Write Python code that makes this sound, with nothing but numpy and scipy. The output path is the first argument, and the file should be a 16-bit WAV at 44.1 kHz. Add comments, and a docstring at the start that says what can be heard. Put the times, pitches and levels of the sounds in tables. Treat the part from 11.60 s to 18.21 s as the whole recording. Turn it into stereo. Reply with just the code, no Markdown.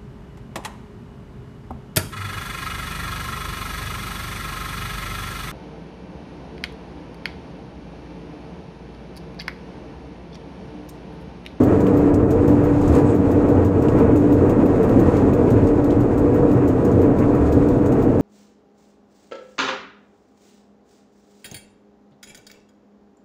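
"""Cog railway cab on a steep rack

Inside a wooden cab rolling at an even pace: coloured noise booms and rushes through the body modes and
swells once a wheel turn, while wandering sines on multiples of the tooth rate sing the gear drone.
Decaying sines thump through the floor and rough noise scrubs at a rail joint. The clockwork speed recorder
ticks six times a second, plus one extra each round, in short noise bursts; thin motor whines lie behind."""
import sys
import numpy as np
from scipy import signal
from scipy.fft import rfft, irfft, next_fast_len
from scipy.io import wavfile

SR = 44100
rng = np.random.default_rng(int(sys.argv[2]) if len(sys.argv) > 2 else 0)


def digitize_waveform(pressure):
    """Quantize a signal to 16-bit integers and store it at the path in sys.argv[1].

    Rows of a 2-D input are taken as channels; values are limited to [-1, 1].
    """
    field = np.atleast_2d(pressure).T
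    bounded = np.clip(field, -1, 1)
    quanta = np.round(bounded * 32767).astype(np.int16)
    wavfile.write(sys.argv[1], SR, quanta)


N = 291501
SECONDS = np.arange(N) / SR
SIZE = next_fast_len(N + 8192)
HZ = np.arange(1, SIZE // 2 + 2) * SR / SIZE   # frequency bins, one step up to keep clear of log 0
MESH_HZ = 97.25   # tooth contacts a second

# the ride: (time [s], rolling noise 700-2800 Hz [dB], drone 310-700 Hz [dB]), before swells and flicker
RIDE_LEVELS = [(0.0, -31, -17), (0.11, -28, -16.5), (0.2, -30, -19.5), (0.7, -31.5, -19),
               (0.9, -29.5, -18.5), (1.25, -30, -21), (1.36, -26, -17), (1.6, -32.5, -21),
               (1.99, -28, -17.5), (2.08, -32.5, -22), (2.41, -27.5, -18), (2.59, -31, -20.5),
               (3.41, -28.5, -17.5), (3.95, -30, -19), (4.13, -31.5, -19), (4.84, -29.5, -18.5),
               (5.2, -31.5, -20.5), (5.4, -30, -17.5), (5.8, -30, -20), (6.0, -31, -19.5), (6.61, -31, -17)]
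# treble hiss 3-9 kHz, before swells and flicker: (time [s], level [dB])
HISS_LEVELS = [(0.0, -53), (0.59, -58.5), (1.18, -53.5), (1.38, -51), (1.53, -55.5), (2.52, -56),
               (3.52, -53), (3.7, -54.5), (4.46, -56.5), (4.88, -55.5), (4.99, -57), (5.98, -54.5),
               (6.06, -56), (6.61, -57.5)]
# smooth colours of the four noises: (frequency [Hz], density [dB per Hz])
BOOM_COLOUR = [(15, -26), (32, -11), (55, -17), (70, -15), (110, -8), (165, -11.5), (200, -40.5)]
DRONE_COLOUR = [(150, -40.5), (180, -6.5), (300, -3.5), (480, -5.5), (520, -10), (700, -14), (850, -35.5)]
ROLL_COLOUR = [(600, -27), (750, -0.5), (1000, -5), (1400, -9.5), (2000, -21.5), (2600, -25.5),
               (3100, -33.5), (4000, -59.5)]
HISS_COLOUR = [(2500, -13.5), (3300, -1.5), (5500, -8), (9500, -14.5), (13300, -17), (14000, -35)]
# swell up and down once a wheel turn: (boom [dB], drone [dB], rolling [dB], hiss [dB])
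TURN_SWELLS_DB = (0.43, 0.47, 0.46, .7)
TURN_S, TURN_PEAK_S = 0.5, 0.36   # one wheel turn; moment of the first swell
BOOM_DB, BOOM_FOLLOWS = -21, 0.23   # mean level 60-170 Hz; share of the rolling noise's swing


def body():
    """Wheels and cogs shake the wooden body: four noises swell each turn, the upper two also flicker."""
    roll_db, drone_db = in_time(RIDE_LEVELS)
    hiss_db, = in_time(HISS_LEVELS)
    boom_db = BOOM_DB + BOOM_FOLLOWS * (roll_db - np.mean(roll_db))
    turn = np.cos(2 * np.pi * (SECONDS - TURN_PEAK_S) / TURN_S)
    levels_db = [boom_db, drone_db, roll_db, hiss_db]
    gains = [from_db(db + swell_db * turn) for db, swell_db in zip(levels_db, TURN_SWELLS_DB)]
    boom_gain, drone_gain, roll_gain, hiss_gain = gains

    boom = from_db(0.24 * drift(6.1)) * cab_noise(BOOM_COLOUR, (60, 170))
    drone = from_db(0.86 * drift(1.6)) * cab_noise(DRONE_COLOUR, (310, 700))
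    roll = flickering(cab_noise(ROLL_COLOUR, (700, 2800)), [1000, 1500, 2200], depth_db=1.33, rate=13)
    hiss = flickering(cab_noise(HISS_COLOUR, (3000, 9000)), [5000, 9000], depth_db=-0.4, rate=10)

    # each tooth contact pushes the rolling noise up
    roll = roll * from_db(0.94 * np.sin(2 * np.pi * MESH_HZ * SECONDS))
    # the upper rolling noise and the hiss surge together
    surge_db = 1.15 * drift(12)
    lower = signal.sosfilt(signal.butter(1, 1600, "low", fs=SR, output="sos"), roll)
    roll = lower + from_db(surge_db) * (roll - lower)
    hiss = from_db(1.1 * surge_db) * hiss
    return boom_gain * boom + drone_gain * drone + roll_gain * roll + hiss_gain * hiss


# strongest gear order, the third: (time [s], level [dB])
LOAD_LEVELS = [(0.0, -18.5), (0.62, -18), (0.72, -26), (0.92, -18), (2.28, -21.5), (2.52, -18), (3.13, -22),
               (3.16, -29), (3.42, -20), (4.03, -24), (4.07, -19), (4.84, -24.5), (4.86, -17.5),
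               (5.38, -29), (5.41, -20.5), (6.18, -20), (6.55, -26), (6.61, -16)]
# orders as multiples of the mesh rate: (multiple [1])
GEAR_ORDERS = [2, 3, 6, 7, 9, 10, 15, 17, 20]
# one row for each of these orders: (level against the load [dB], left minus right [dB])
GEAR_ORDER_LEVELS = [(-16, -3), (0, -2.5), (-16.5, 6.5), (-24, 0), (-29, -10.5), (-29, 5), (-36, 3),
                     (-36, -6), (-43, -0.5)]
# fifth gear order, on its own course: (time [s], level [dB])
FIFTH_LEVELS = [(0.0, -35), (0.35, -25), (0.48, -37), (0.88, -26), (1.27, -32), (1.38, -18.5), (1.45, -45),
                (1.47, -31), (2.12, -26.5), (2.17, -47), (2.34, -31.5), (4.57, -28), (4.84, -21),
                (4.9, -29.5), (6.57, -31), (6.61, -30)]
FIFTH_PAN_DB = -8.5   # left minus right


def gears():
    """Tooth contacts repeat at the mesh rate; higher orders wander more and follow the load less."""
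    turns = np.cumsum(MESH_HZ * (1 + .0012 * drift(2.5))) / SR
    load_db, = in_time(LOAD_LEVELS)
    steady_db = np.mean(load_db)
    fifth_db, = in_time(FIFTH_LEVELS)
    out = from_db(fifth_db) * wavering(5 * turns, FIFTH_PAN_DB, waver_db=1.2, slip=.65)
    for k, (level_db, pan_db) in zip(GEAR_ORDERS, GEAR_ORDER_LEVELS):
        load_swing_db = (load_db - steady_db) * min(3 / k, 1) ** 2
        tone = wavering(k * turns, pan_db, waver_db=.65 * np.sqrt(k), slip=.36 * np.sqrt(k))
        out = out + from_db(steady_db + level_db + load_swing_db) * tone
    return out


# floor thumps: (time [s], level before the soft attack [dB], pitch [Hz], t60 [s])
FLOOR_JOLTS = [(1.298, -2.5, 77.6, 0.21), (1.948, -7, 89.2, 0.33), (2.74, -18, 89.6, 0.47),
               (3.906, -6, 109, 0.18), (3.948, -6, 99.5, 0.2), (4.02, -11, 94, 0.3), (5.339, -5, 91, 0.27),
               (5.8, -12.5, 75.2, 0.63)]


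def jolts():
    """Jolts thump through the floor as softly struck, decaying low sines."""
    out = np.zeros(N)
    for s, level_db, hz, t60 in FLOOR_JOLTS:
        age = np.maximum(SECONDS - s, 0)
        attack = 1 - np.exp(-age / .01)
        out += from_db(level_db - 60 * age / t60) * attack * np.sin(2 * np.pi * hz * age)
    return out


# steel scrubbing on steel, before the grit: (time [s], level [dB], hold [s], t60 [s])
JOINT_SCRUBS = [(1.243, -57, .03, .1), (1.316, -42.5, 0.032, .12), (1.347, -46, 0.033, .2)]
# scrub colour: (frequency [Hz], density [dB per Hz])
SCRUB_COLOUR = [(1200, -5), (2500, 0), (6000, -7), (10000, -9), (16500, -15)]
# faint narrow rasp after the joint, before the grit: (time [s], level [dB], hold [s], t60 [s])
JOINT_RASP = (1.452, -55, 0.06, .15)
# rasp colour: (frequency [Hz], density [dB per Hz])
RASP_TINT = [(5500, -20), (6800, -3), (8200, 1), (9500, -19)]
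SCRUB_ATTACK_S, GRIT_PER_S, GRIT_SHARE = .006, 260, 0.55


def rail_joint():
    """Steel scrubs on steel at the joint: held noise roughened by a cluster of small random knocks."""
    scrub = sum(held(*row) for row in JOINT_SCRUBS) * cab_noise(SCRUB_COLOUR)
    rasp = held(*JOINT_RASP) * cab_noise(RASP_TINT)
    strength_db = 2.5 * np.minimum(rng.exponential(1, N), 3)
    hits = (rng.random(N) < GRIT_PER_S / SR) * from_db(strength_db)
    grit = 1 - GRIT_SHARE + GRIT_SHARE * rms_one(dying(hits, 0.032, .0004))
    return grit * (scrub + rasp)


def held(s, level_db, hold_s, t60):
    """Envelope that sets in, holds and dies away."""
    age = SECONDS - s
    attack = np.clip(age / SCRUB_ATTACK_S, 0, 1)
    return attack * from_db(level_db - 60 * np.maximum(age - hold_s, 0) / t60)


# six ticks and one extra each round, levels before envelope and layer gain:
# (time [s], level [dB], bright top against it [dB], knock of the case [dB])
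RECORDER_TICKS = [(0.0328, -36.5, -13, -41), (0.2049, -36.5, -16, -46), (0.2668, -40, -15, -34),
                  (0.3701, -42, -9, -48), (0.5417, -36, -15, -45.5), (0.706, -36, -15, -41),
                  (0.8779, -36, -13, -44), (1.039, -38.5, -12, -48), (1.2141, -38.5, -16, -45.5),
                  (1.2775, -36, -19, -44), (1.3784, -38, -15, -45.5), (1.5499, -40, -14, -43),
                  (1.7145, -37.5, -15, -48), (1.8871, -41, -14, -44), (2.0477, -38.5, -16, -42),
                  (2.2223, -40, -14, -44), (2.284, -39.5, -18, -34), (2.3865, -38, -15, -45.5),
                  (2.5586, -37.5, -12, -49), (2.7232, -40.5, -11.5, -42), (2.8953, -35.5, -15.5, -36),
                  (3.0574, -41.5, -11, -45), (3.2301, -38, -13, -39), (3.2924, -41, -14, -38),
                  (3.3947, -38.5, -13, -47), (3.5668, -36.5, -17, -44), (3.733, -38, -16, -38),
                  (3.904, -37.5, -14, -43), (4.0706, -38, -18.5, -47), (4.2418, -38, -15, -44),
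                  (4.3041, -38, -20, -36), (4.4049, -41, -14, -47), (4.5775, -39, -14, -45.5),
                  (4.7426, -44, -12, -47), (4.9127, -39, -14, -38), (5.0774, -38, -16, -43),
                  (5.2495, -40, -13, -45.5), (5.3138, -42, -16, -45.5), (5.4156, -40.5, -13, -43),
                  (5.5857, -37.5, -16, -45.5), (5.7493, -41, -11, -44), (5.9224, -38, -16, -51),
                  (6.0861, -38, -17, -44), (6.2597, -38.5, -16, -45.5), (6.321, -41, -15, -40),
                  (6.4218, -40.5, -14, -45.5), (6.5939, -38.5, -19, -42)]
# colours of tick, bright top and case knock: (frequency [Hz], density [dB per Hz])
TICK_COLOUR = [(2000, -10.5), (3500, -1.5), (6000, -2), (9500, -8), (11500, -22)]
TOP_COLOUR = [(8500, -25.5), (10500, -7.5), (14500, 0.5), (15200, -1), (16000, -9)]
KNOCK_COLOUR = [(1900, -17), (2600, 5), (3300, -6.5), (4800, -14.5), (6500, -22.5)]
TICK_PAN_DB, TICK_PAN_SPREAD_DB = 0.5, 0.8   # left minus right; from tick to tick
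TICK_T60_S, TAIL_T60_S, TAIL_DB = .022, .15, -10   # tail gain against the first contact


def speed_recorder():
    """Each tick is a pawl dropping with two uneven bounces; the case knocks, the cab adds a short tail."""
    snaps, tops = np.zeros((2, 2, N + 2000))
    knocks = np.zeros(N)
    chance = rng.random((len(RECORDER_TICKS), 5))
    sides = rng.standard_normal(len(RECORDER_TICKS))
    for (s, level_db, top_db, knock_db), c, side in zip(RECORDER_TICKS, chance, sides):
        pan_db = TICK_PAN_DB + TICK_PAN_SPREAD_DB * side
        gain = from_db(level_db + np.array([.5, -.5]) * pan_db)
        contacts = [   # lag [s], loss [dB]
            (-.0012, 3 * c[4]),
            (.001 + .004 * c[0], 5 + 10 * c[1]),
            (.009 + .007 * c[2], 7 + 10 * c[3])]
        for lag_s, loss_db in contacts:
            at = round((s + lag_s) * SR)
            snaps[:, at] += gain * from_db(-loss_db)
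            tops[:, at] += gain * from_db(top_db - loss_db)
        knocks[round(s * SR)] = from_db(knock_db)

    out = dying(knocks, 0.027, 0.00053) * cab_noise(KNOCK_COLOUR)
    for clicks, colour, share, rise_s in [(snaps, TICK_COLOUR, .48, .002), (tops, TOP_COLOUR, 2.1, .0009)]:
        contact = dying(clicks[:, :N], TICK_T60_S, rise_s)
        tail = from_db(TAIL_DB) * dying(clicks[:, :N], TAIL_T60_S, .002)
        noise = flickering(cab_noise(colour), [5500, 7500, 13000], depth_db=2.0, rate=12)
        out = out + share * (contact + tail) * noise
    return out


# whines, levels before they waver: (pitch [Hz], rms level [dB])
MOTOR_WHINES = [(1106, -51), (1876, -64)]


def motor():
    """Thin whines off the gear series, sines that waver in level and phase."""
    whines = [from_db(db) * wavering(hz * SECONDS, 0, waver_db=3, slip=2.2) for hz, db in MOTOR_WHINES]
    return sum(whines)


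# cab and panel modes: (frequency [Hz], width [Hz], lift left [dB], lift right [dB])
CAB_MODES = [(87.5, 24, 7.5, 5.5), (129.3, 20, 4.5, 2), (191, 19, 10, 5), (200.3, 9.7, -8, -1.5),
             (258.4, 30, 5, 6), (348, 12, 0, 4), (450.6, 29, 4, 6), (656, 20, 1.5, -2),
             (1010, 16, -6, -6.5), (983.5, 31, 3.5, 8.5), (1210, 22, 1, 2.5), (1340, 37, 6.5, 1),
             (1384, 49, -9, -3.5), (1870, 34, 9, 6.5), (2060, 31, 1.5, 3.5), (2470, 610, -0.5, 4.5),
             (6600, 260, 2.5, -0.5), (12500, 5000, -2, 1)]
# likeness of the two ears: (frequency [Hz], correlation [1])
EAR_LIKENESS = [(25, 0.96), (110, 0.99), (145, 1), (190, 0.38), (250, 0.86), (300, 0.96), (380, 0.87),
                (560, 0.58), (750, 0.26), (950, .0), (2500, 0.018), (4000, 0)]


def cab_noise(spectrum, band=(20, 20000)):
    """Stereo noise coloured by its source and by the cab modes at each ear; rms 1 within the band."""
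    mid, side = rfft(rng.standard_normal((2, SIZE)))
    alike = np.clip(at_hz(EAR_LIKENESS), -1, 1)
    pair = np.sqrt(1 + alike) * mid + np.sqrt(1 - alike) * side * [[1], [-1]]
    modes_db = sum(np.outer([left_db, right_db], bell(hz, width_hz))
                   for hz, width_hz, left_db, right_db in CAB_MODES)
    inside = (HZ > spectrum[0][0]) & (HZ < spectrum[-1][0])
    pair = pair * inside * from_db(at_hz(spectrum) + modes_db)
    in_band = (HZ > band[0]) & (HZ < band[1])
    power = np.sum(np.abs(pair[:, in_band]) ** 2) / SIZE ** 2   # mean of both ears
    return irfft(pair, SIZE)[:, :N] / np.sqrt(power)


def wavering(turns, pan_db, waver_db, slip):
    """A sine at each ear whose level and phase wander, the phase a little differently left and right."""
    phase = 2 * np.pi * turns + slip * drift(5.84)
    level_db = waver_db * drift(3.3)
    ears = [from_db(level_db + side * pan_db / 2) * np.sin(phase + slip * 0.28 * drift(2.1))
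            for side in (1, -1)]
    return np.sqrt(2) * np.array(ears)


def flickering(x, edges_hz, depth_db, rate):
    """Each range between two edges swells and sinks on its own."""
    run_in = np.concatenate([2 * x[:, :1] - x[:, 500:0:-1], x], axis=1)   # filters start settled
    lows = [signal.sosfilt(signal.butter(2, hz, "low", fs=SR, output="sos"), run_in)[:, -N:]
            for hz in edges_hz]
    edges = [0] + lows + [x]
    return sum((high - low) * from_db(depth_db * drift(rate)) for low, high in zip(edges, edges[1:]))


def dying(clicks, t60, rise_s):
    """Envelope that rises quickly after each click and dies away."""
    fall, rise = from_db(-60 / (t60 * SR)), np.exp(-1 / (rise_s * SR))
    return signal.lfilter([1 - rise], np.convolve([1, -fall], [1, -rise]), clicks + 1e-18)


def drift(rate):
    """Slow random curve of rms 1: noise through two equal low-pass poles at rate [Hz]."""
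    r = np.exp(-80 * np.pi * rate / SR)   # computed at every 40th sample
    slow = signal.lfilter([1], [1, -2 * r, r * r], rng.standard_normal(N // 40 + 2002))[2000:]
    return np.interp(np.arange(N) / 40, np.arange(len(slow)), rms_one(slow))


def from_db(db):
    """Decibels to gain."""
    return 10 ** (np.asarray(db) / 20)


def rms_one(x):
    """Scaled to rms 1."""
    return x / np.sqrt(np.mean(x ** 2) + 1e-20)


def in_time(rows):
    """Columns of a table as curves, one value a sample."""
    s, *columns = np.transpose(rows)
    return [np.interp(SECONDS, s, c) for c in columns]


def at_hz(points):
    """A short spectrum read at every frequency bin."""
    hz, value = np.transpose(points)
    return np.interp(np.log(HZ), np.log(hz), value)


def bell(hz, width_hz):
    """Shape of a resonance over the frequency bins, 1 on top."""
    return 1 / (1 + (2 * (HZ - hz) / width_hz) ** 2)


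def scene():
    """All sources at the two microphones."""
    return body() + gears() + jolts() + rail_joint() + speed_recorder() + motor()


# microphone port resonances, left then right: (frequency [Hz], width [Hz], lift [dB])
MIC_PORTS = [(6840, 1100, 9), (7930, 1400, 8.5)]
CUTOFF_HZ = 15800


def record(dry):
    """Each port lifts its own treble range; high peaks are rounded, the top is cut, the start fades in."""
    lift = from_db([lift_db * bell(hz, width_hz) for hz, width_hz, lift_db in MIC_PORTS])
    run_in = np.concatenate([2 * dry[:, :1] - dry[:, 2000:0:-1], dry], axis=1)   # filters start settled
    coloured = irfft(rfft(run_in, SIZE) * lift, SIZE)[:, :N + 2000]
    rounded = coloured / (1 + np.abs(coloured / .97) ** 6) ** (1 / 6)
    steep = signal.ellip(14, .3, 80, CUTOFF_HZ - 100, fs=SR, output="sos")
    fade_in = np.sin(np.minimum(SECONDS / .003, 1) * np.pi / 2) ** 2
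    return signal.sosfilt(steep, rounded)[:, 2000:] * fade_in


dry = scene()
out = record(dry)
digitize_waveform(out)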